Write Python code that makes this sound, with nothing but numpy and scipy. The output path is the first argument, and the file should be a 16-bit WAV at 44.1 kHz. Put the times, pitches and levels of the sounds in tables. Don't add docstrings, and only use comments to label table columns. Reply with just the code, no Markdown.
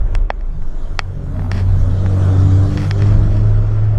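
import sys
import numpy as np
from scipy import signal
from scipy.io import wavfile
from scipy.ndimage import uniform_filter1d

SR = 44100
rng = np.random.default_rng(int(sys.argv[2]) if len(sys.argv) > 2 else 0)


def master_out(mix):
    frames = np.transpose(np.atleast_2d(mix))
    ceiling = np.clip(frames, -1, 1)
    pcm = np.round(ceiling * 32767).astype(np.int16)
    wavfile.write(sys.argv[1], SR, pcm)


def voltage_ratio(level):
    return 10 ** (np.asarray(level, float) / 20)


N = 175518


def evened(x):
    return x / np.sqrt(np.mean(x ** 2) + 1e-20)


def curve(table, column, t):
    rows = np.array(table)
    return np.interp(t, rows[:, 0], rows[:, column])


def drift(top_hz, count):
    hz = np.geomspace(.5, top_hz, 24)[:, None]
    coarse_t = np.arange(0, N + 128, 64) / SR
    curves = []
    for _ in range(count):
        waves = np.sin(2 * np.pi * (hz * coarse_t + rng.random((24, 1)))) / np.sqrt(hz)
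        curves.append(np.interp(np.arange(N) / SR, coarse_t, evened(waves.sum(0))))
    return curves


def noise(colour, lo_hz, hi_hz, patchy_db, flicker_db, size):
    frames, hz = 4 * N // size + 5, np.fft.rfftfreq(size, 1 / SR)
    real, imaginary, patches = rng.standard_normal((frames, len(hz), 3)).T
    patches = uniform_filter1d(patches, size=size // 128, axis=0)
    patches = evened(uniform_filter1d(patches, size=20, axis=1))
    flicker = evened(uniform_filter1d(rng.standard_normal(frames), size=4))
    colour_hz, colour_db = np.transpose(colour)
    shape = voltage_ratio(np.interp(np.log(hz + 1), np.log(colour_hz + 1), colour_db))
    inside = (hz >= lo_hz) & (hz <= hi_hz)
    share = np.sqrt((shape[inside] ** 2).sum() / (shape ** 2).sum())
    spectrum = (real + 1j * imaginary) * shape[:, None]
    spectrum = spectrum * voltage_ratio(patchy_db * patches + flicker_db * flicker)
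    sound = signal.istft(spectrum, nperseg=size, noverlap=3 * size // 4)[1][:N]
    return evened(sound) / share


# pitch in Hz, level in dB, time to fade by 60 dB in seconds.
SHELL_TONES = [(290, -10, .015), (440, -6, 0.012), (767, 11, 0.0077), (1343, 0.5, 0.01), (1830, 9, 0.009),
               (2350, 0, 0.009), (2616, 3, 0.0096), (3350, -5, 0.011), (4420, 2.5, 0.0055),
               (5420, 1.5, 0.0053), (6770, -13.5, .006), (7900, -10.5, .004), (10130, -9.5, 0.0026),
               (12700, -29, .003)]


def shell(tilt_db, damp, shifts, top_db=0):
    t = np.arange(2600) / SR
    touch_s, top_hz = 0.00032, 6530
    ring = np.zeros(len(t))
    for k, ((hz, db, t60), shift) in enumerate(zip(SHELL_TONES, shifts)):
        tilt = tilt_db * np.log2(max(hz, 800) / 1800)
        top = top_db / (1 + (top_hz / hz) ** 8)
        fade = 60 * t / (t60 * damp)
        ring += voltage_ratio(db + tilt + top - fade) * np.sin(2 * np.pi * hz * shift * t + 3 * k)
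    return (1 - np.exp(-t / touch_s)) ** 2 * ring


# time in seconds, level in dB.
HEAVE_LEVELS = [(0, -10), (.24, -9.5), (.28, -22), (.5, -15.5), (.56, -26.5), (.62, -12), (.95, -17.5),
                (1.1, -25), (1.6, -21), (1.8, -13.5), (2.0, -19), (2.5, -27), (2.7, -17), (2.85, -30.5),
                (3.2, -11.5), (3.4, -16.5), (3.56, -10), (3.7, -18.5)]
# pitch in Hz, level in dB per Hz.
THUD_COLOUR = [(15, -4), (40, 0), (70, -7), (100, -11.5), (140, -29.5), (300, -77.5)]


def heave():
    t = np.arange(N) / SR
    heave_hz, roughness, kick_db, thud_db = 25.95, 0.227, -10.5, -13
    pace, push = drift(top_hz=33.1, count=2)
    turns = 2 * np.pi * np.cumsum(heave_hz * (1 + roughness * pace)) / SR
    bounce = voltage_ratio(push) * np.sin(turns)
    kick = voltage_ratio(kick_db - 1.9 * push) * np.sin(1.7 * turns)
    thud = noise(THUD_COLOUR, 10, 200, patchy_db=2.5, flicker_db=1.0, size=2048)
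    body = np.sqrt(2) * (bounce + kick) + voltage_ratio(thud_db) * thud
    return voltage_ratio(curve(HEAVE_LEVELS, 1, t) - 2) * body, push


# time in seconds, level in dB.
AIR_TOP = [(0, -11), (.45, -10), (.6, 0), (1.0, 3), (1.5, 3), (2.0, 0.5), (2.5, -4.5), (2.88, 0.5),
           (2.95, -8.5), (3.2, -14), (3.98, -16)]
# pitch in Hz, level in dB per Hz.
HISS_COLOUR = [(710, -16.5), (1200, 0), (2680, -28), (3090, -11), (4960, -18), (6680, -17), (10700, -30),
               (13000, -32), (14000, -32.5)]


def air_hiss(push):
    t = np.arange(N) / SR
    ring_db, top_hz = -8, 9500
    colour = HISS_COLOUR[:-1] + [(14500, -68.5)]
    hiss = noise(colour, 2000, 12000, patchy_db=3.0, flicker_db=0.2, size=512)
    still_shell = shell(tilt_db=-2.0, damp=1.1, shifts=np.ones(len(SHELL_TONES)))
    ringing = evened(signal.oaconvolve(hiss, still_shell)[:N])
    hiss = evened(hiss + voltage_ratio(ring_db) * ringing) * hiss.std()
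    dull = signal.sosfiltfilt(signal.butter(4, top_hz, fs=SR, output="sos"), hiss)
    return dull + (hiss - dull) * voltage_ratio(curve(AIR_TOP, 1, t) + 3.3 * push)


# time in seconds, rumble in dB, tyre roar in dB, air hiss in dB.
ROAD_LEVELS = [(0.0, -38, -41, -68.5), (0.14, -30.5, -38, -61.5), (0.3, -43.5, -44.5, -70),
               (0.58, -40.5, -45, -64), (0.82, -46.5, -41.5, -57.5), (1.15, -39.5, -43.5, -62.5),
               (1.51, -34, -37, -58.5), (1.95, -31.5, -36, -52), (2.23, -34, -31, -47),
               (2.58, -31, -34, -47.5), (2.98, -32, -33.5, -49), (3.13, -28, -32.5, -50.5),
               (3.3, -31, -35.5, -54), (3.45, -35, -34, -55), (3.65, -36.5, -37, -59),
               (3.8, -34, -35, -58.5), (3.98, -33, -35.5, -65)]
# pitch in Hz, level in dB per Hz.
RUMBLE_COLOUR = [(12, -3), (35, -5.5), (70, -2), (115, -9.5), (149, -5.5), (185, -12.5), (230, -43),
                 (330, -70)]
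# pitch in Hz, level in dB per Hz.
ROAR_COLOUR = [(120, -61), (200, -2.5), (420, 1.5), (457, -7.5), (602, -2.5), (802, -10.5), (1330, -13.5),
               (3500, -35), (4550, -50), (7700, -120)]


def road():
    t = np.arange(N) / SR
    body, push = heave()
    rumble = noise(RUMBLE_COLOUR + [(500, -97.5)], 120, 180, patchy_db=1.55, flicker_db=-1.64, size=4096)
    roar = noise(ROAR_COLOUR + [(6000, -95)], 330, 1500, patchy_db=1.5, flicker_db=.4, size=1024)
    out = body + voltage_ratio(curve(ROAD_LEVELS, 1, t) + 3) * rumble
    out += voltage_ratio(curve(ROAD_LEVELS, 2, t)) * roar
    return out + voltage_ratio(curve(ROAD_LEVELS, 3, t) + 0.5) * air_hiss(push)


# pitch in Hz, start in seconds, length in seconds, level in dB.
HUMS = [(148.4, 1.25, .35, -30), (149.3, 1.85, .25, -29), (150, 2.15, .8, -29),
        (243.6, 1.3, 0.69, -37.5), (299.3, 2, .3, -34.5), (189.4, 1.3, .45, -33.5),
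        (1340, 3.4, .6, -50), (85.2, 0, 0.29, -28), (458, 1.98, 0.2, -36.5), (408, 2.4, 0.31, -42),
        (471, 2.25, .15, -36.5), (403, 2.9, .17, -36), (603, 1.95, .25, -43), (625, 1.3, 0.24, -42.5),
        (570, 1.75, 0.44, -44), (648, 2.1, 0.23, -43), (159, 3.3, .3, -33), (665, 2.9, 0.44, -45)]


def hums():
    out = np.zeros(N + SR)
    t = np.arange(SR) / SR
    width, edge_s = .07, .05
    shakes = rng.standard_normal((len(HUMS), 2, SR))
    for (hz, start, length, db), shake in zip(HUMS, shakes):
        r = np.exp(-np.pi * width * hz / SR)
        slow = signal.lfilter([1], [1, -2 * r, r * r], shake[0] + 1j * shake[1])
        steady = 1.2 * (hz < 700)
        tone = ((steady + slow / slow.std()) * np.exp(2j * np.pi * hz * t)).real
        swell = np.clip(np.minimum(t, length - t) / edge_s, 0, 1)
        out[round(start * SR):][:SR] += voltage_ratio(db) * evened(tone) * swell
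    return out[:N]


# pitch in Hz, level in dB, time to fade by 60 dB in seconds.
MOUNT_TONES = [(1290, -37.5, .054), (2223, -35, 0.069), (3200, -40, 0.06), (4540, -41, 0.036),
               (5310, -39.5, 0.035)]
# start in seconds, peak in dB, brightness in dB per octave,
# spread of the contact in seconds, extra level above 6 kHz in dB.
SHELL_CLICKS = [(0.1501, -11, -0.5, .004, 12.5), (0.3023, 0, -5, .002, -6), (0.4087, -32.5, 0, .003, 0),
                (0.62, -29, -5, 0.0026, 6), (0.9907, 0.5, 2, 0.0023, -2), (1.265, -31, -14, .003, 0),
                (1.353, -34, -13, 0.0028, 0), (1.365, -28.5, -6, .002, 4), (1.393, -19, -7, 0.0046, -3),
                (1.419, -24, -10.5, .004, 0), (1.444, -25, -12, .004, 0), (1.462, -24, -10, 0.0023, 0),
                (1.5147, -9.5, 1, 0.0054, 4), (2.0607, -15, -6, .004, 4.5), (2.7731, -14, 2, 0.011, -0.5),
                (2.787, -26, 0, .006, 0), (1.556, -24, -7, .004, 1), (2.9099, -7.5, 4, .0015, -9),
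                (2.992, -23, -2, .003, -3), (3.005, -21, -5, 0.0026, -2), (3.0203, -15, 1, .005, 0),
                (2.845, -24, 0, .006, -1), (3.368, -29, 2.5, 0.0037, 0)]


def clicks():
    lag_s, chatter, detune = 0.00073, .028, .03
    tail_db, tail_s = -30.5, 0.047
    out = np.zeros(N + 6000)
    luck = rng.random((len(SHELL_CLICKS), 20))
    fuzz = rng.standard_normal((len(SHELL_CLICKS), 2000))
    t = np.arange(2000) / SR
    for (start, db, tilt_db, spread, top_db), chance, rough in zip(SHELL_CLICKS, luck, fuzz):
        chattering = chatter * np.exp(-(t / abs(spread)) ** 4)
        touches = rough * (chattering + 0.3 * voltage_ratio(tail_db - 60 * t / tail_s))
        touches[0] = -1
        shifts = 1 + detune * (chance[:len(SHELL_TONES)] - .5)
        ring = np.convolve(touches, shell(tilt_db, 0.79, shifts, top_db))
        ring = ring / abs(ring).max()
        for hz, mount_db, t60 in MOUNT_TONES:
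            tone = voltage_ratio(mount_db + 1.6 * tilt_db - 60 * t / t60) * np.sin(2 * np.pi * hz * t)
            ring[:2000] += tone * np.minimum(t / .003, 1)
        at = round((start + lag_s) * SR)
        out[at:at + len(ring)] += voltage_ratio(db) * ring
    return out[:N]


# time in seconds, turning rate in Hz, load in dB.
ENGINE_RUN = [(.8, 37, -60), (1.03, 46, -47.5), (1.2, 46.6, -41.5), (1.6, 46.8, -48), (2.0, 47.1, -34),
              (2.4, 47.7, -36), (2.85, 49.1, -38.5), (3.05, 50.4, -39.5), (3.45, 52.2, -44),
              (3.98, 53.2, -55.5)]
# time in seconds, level in dB.
CABIN_BOOM = [(0.8, -47), (0.93, -27.5), (1.01, -39), (1.09, -23), (1.15, -29), (1.66, -14.5),
              (1.91, -16.5), (1.99, -14), (2.56, -9), (2.65, -10.5), (2.69, -21), (3.01, -14.5),
              (3.03, -10), (3.28, -16.5), (3.46, -11), (3.64, -15), (3.94, -13), (3.98, -15.5)]
# multiple of the turning rate, level in dB.
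ENGINE_TONES = [(1, -9), (3, 10), (4, 9), (5, -10), (6, -1), (7, -14), (8, -6), (9, -12.5), (10, -1.5),
                (11, -7), (12, -4), (13, -6), (16, -11.5)]
# pitch in Hz, width in Hz, lift in dB.
CABIN_LIFTS = [
    (149, 17, 6),
    (234.5, 5.9, 13.5),
    (614, 71, -3.5),
]
# multiple of the turning rate, start in seconds, length in seconds, lift in dB.
PANEL_SWELLS = [(6, 2.265, .62, 17.5), (6, 2.94, 0.535, 18.5), (6, 1.14, 0.98, 7), (4, 1.4, 0.23, 3.5),
                (4, 2.65, 0.21, 12), (4, 3.0, .45, 7.5), (8, 2.9, 0.2, 17), (10, 2.5, 0.4, 9),
                (16, 2.26, 0.43, 11.5), (5, 1.338, 0.54, 11), (3, 1.07, 0.77, 3.5), (4, 1.97, 0.34, 5.5),
                (12, 3.2, 0.5, 8), (10, 3.05, .45, 5), (12, 3.3, 0.81, 8.5), (8, 3.1, 0.55, 10)]


def engine():
    t = np.arange(N) / SR
    jitter, boom_waver_db, waver_db = .004, .6, 2.2
    engage_s, engage_rise_s, swell_edge_s = 0.76, 0.094, 0.047
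    wander = drift(top_hz=14, count=len(ENGINE_TONES) + 2)
    hz = curve(ENGINE_RUN, 1, t) * (1 + jitter * wander[-2])
    turns = 2 * np.pi * np.cumsum(hz) / SR
    out = voltage_ratio(curve(CABIN_BOOM, 1, t) + boom_waver_db * wander[-1]) * np.sin(2 * turns)
    load = curve(ENGINE_RUN, 2, t) - 8
    for (multiple, db), waver in zip(ENGINE_TONES, wander):
        lift = np.zeros(N)
        for peak_hz, width, gain in CABIN_LIFTS:
            lift += gain / (1 + (2 * (multiple * hz - peak_hz) / width) ** 2)
        for sung, start, length, gain in PANEL_SWELLS:
            if sung == multiple:
                edges = np.minimum(t - start, start + length - t) / swell_edge_s
                lift += gain * np.clip(edges, 0, 1)
        out += voltage_ratio(load + db + lift + waver_db * waver) * np.sin(multiple * turns + 7 * multiple)
    return np.sqrt(2) * out * np.clip((t - engage_s) / engage_rise_s, 0, 1)


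# start in seconds, length in seconds.
RUB_STROKES = [(1.335, .135), (1.518, .125), (2.7, .08), (2.772, .125), (2.975, .19), (3.3, .13),
               (3.0, 1.5)]
# level in dB, slipping grains per second.
RUB_GRAINS = [
    (-59.5, 2200),
    (-40, 10000),
    (-47, 13000),
    (-41, 3000),
    (-45, 4000),
    (-52.5, 11000),
    (-55.5, 12000),
]


def rubs():
    t = np.arange(N) / SR
    start_share, end_share = .07, .4
    luck = rng.random(N)
    sizes = rng.standard_normal(N) * voltage_ratio(3.34 * np.minimum(rng.exponential(1, N), 2.06))
    grains = np.zeros(N)
    for (start, length), (db, rate) in zip(RUB_STROKES, RUB_GRAINS):
        u = (t - start) / length
        stroke = np.clip(np.minimum(u / start_share, (1 - u) / end_share), 0, 1)
        slips = sizes * (luck < rate / SR) * np.sqrt(SR / rate)
        grains += voltage_ratio(db) * stroke * slips
    ring = shell(tilt_db=1.5, damp=.7, shifts=np.ones(len(SHELL_TONES)))
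    ringing = signal.oaconvolve(grains, ring / np.linalg.norm(ring))[:N]
    band = signal.butter(2, [6000, 11500], "band", fs=SR, output="sos")
    return ringing + voltage_ratio(-19) * signal.sosfilt(band, grains)


def scene():
    return (road() + hums() + clicks() + engine() + rubs())[None]


def top_cut(x):
    return signal.sosfilt(signal.butter(12, 14650, fs=SR, output="sos"), x)


def record(dry):
    knee = .8
    room = .99 - knee
    over = np.maximum(abs(dry) - knee, 0)
    mix = np.sign(dry) * (np.minimum(abs(dry), knee) + room * np.tanh(over / room))
    return top_cut(mix)


dry = scene()
out = record(dry)
master_out(out)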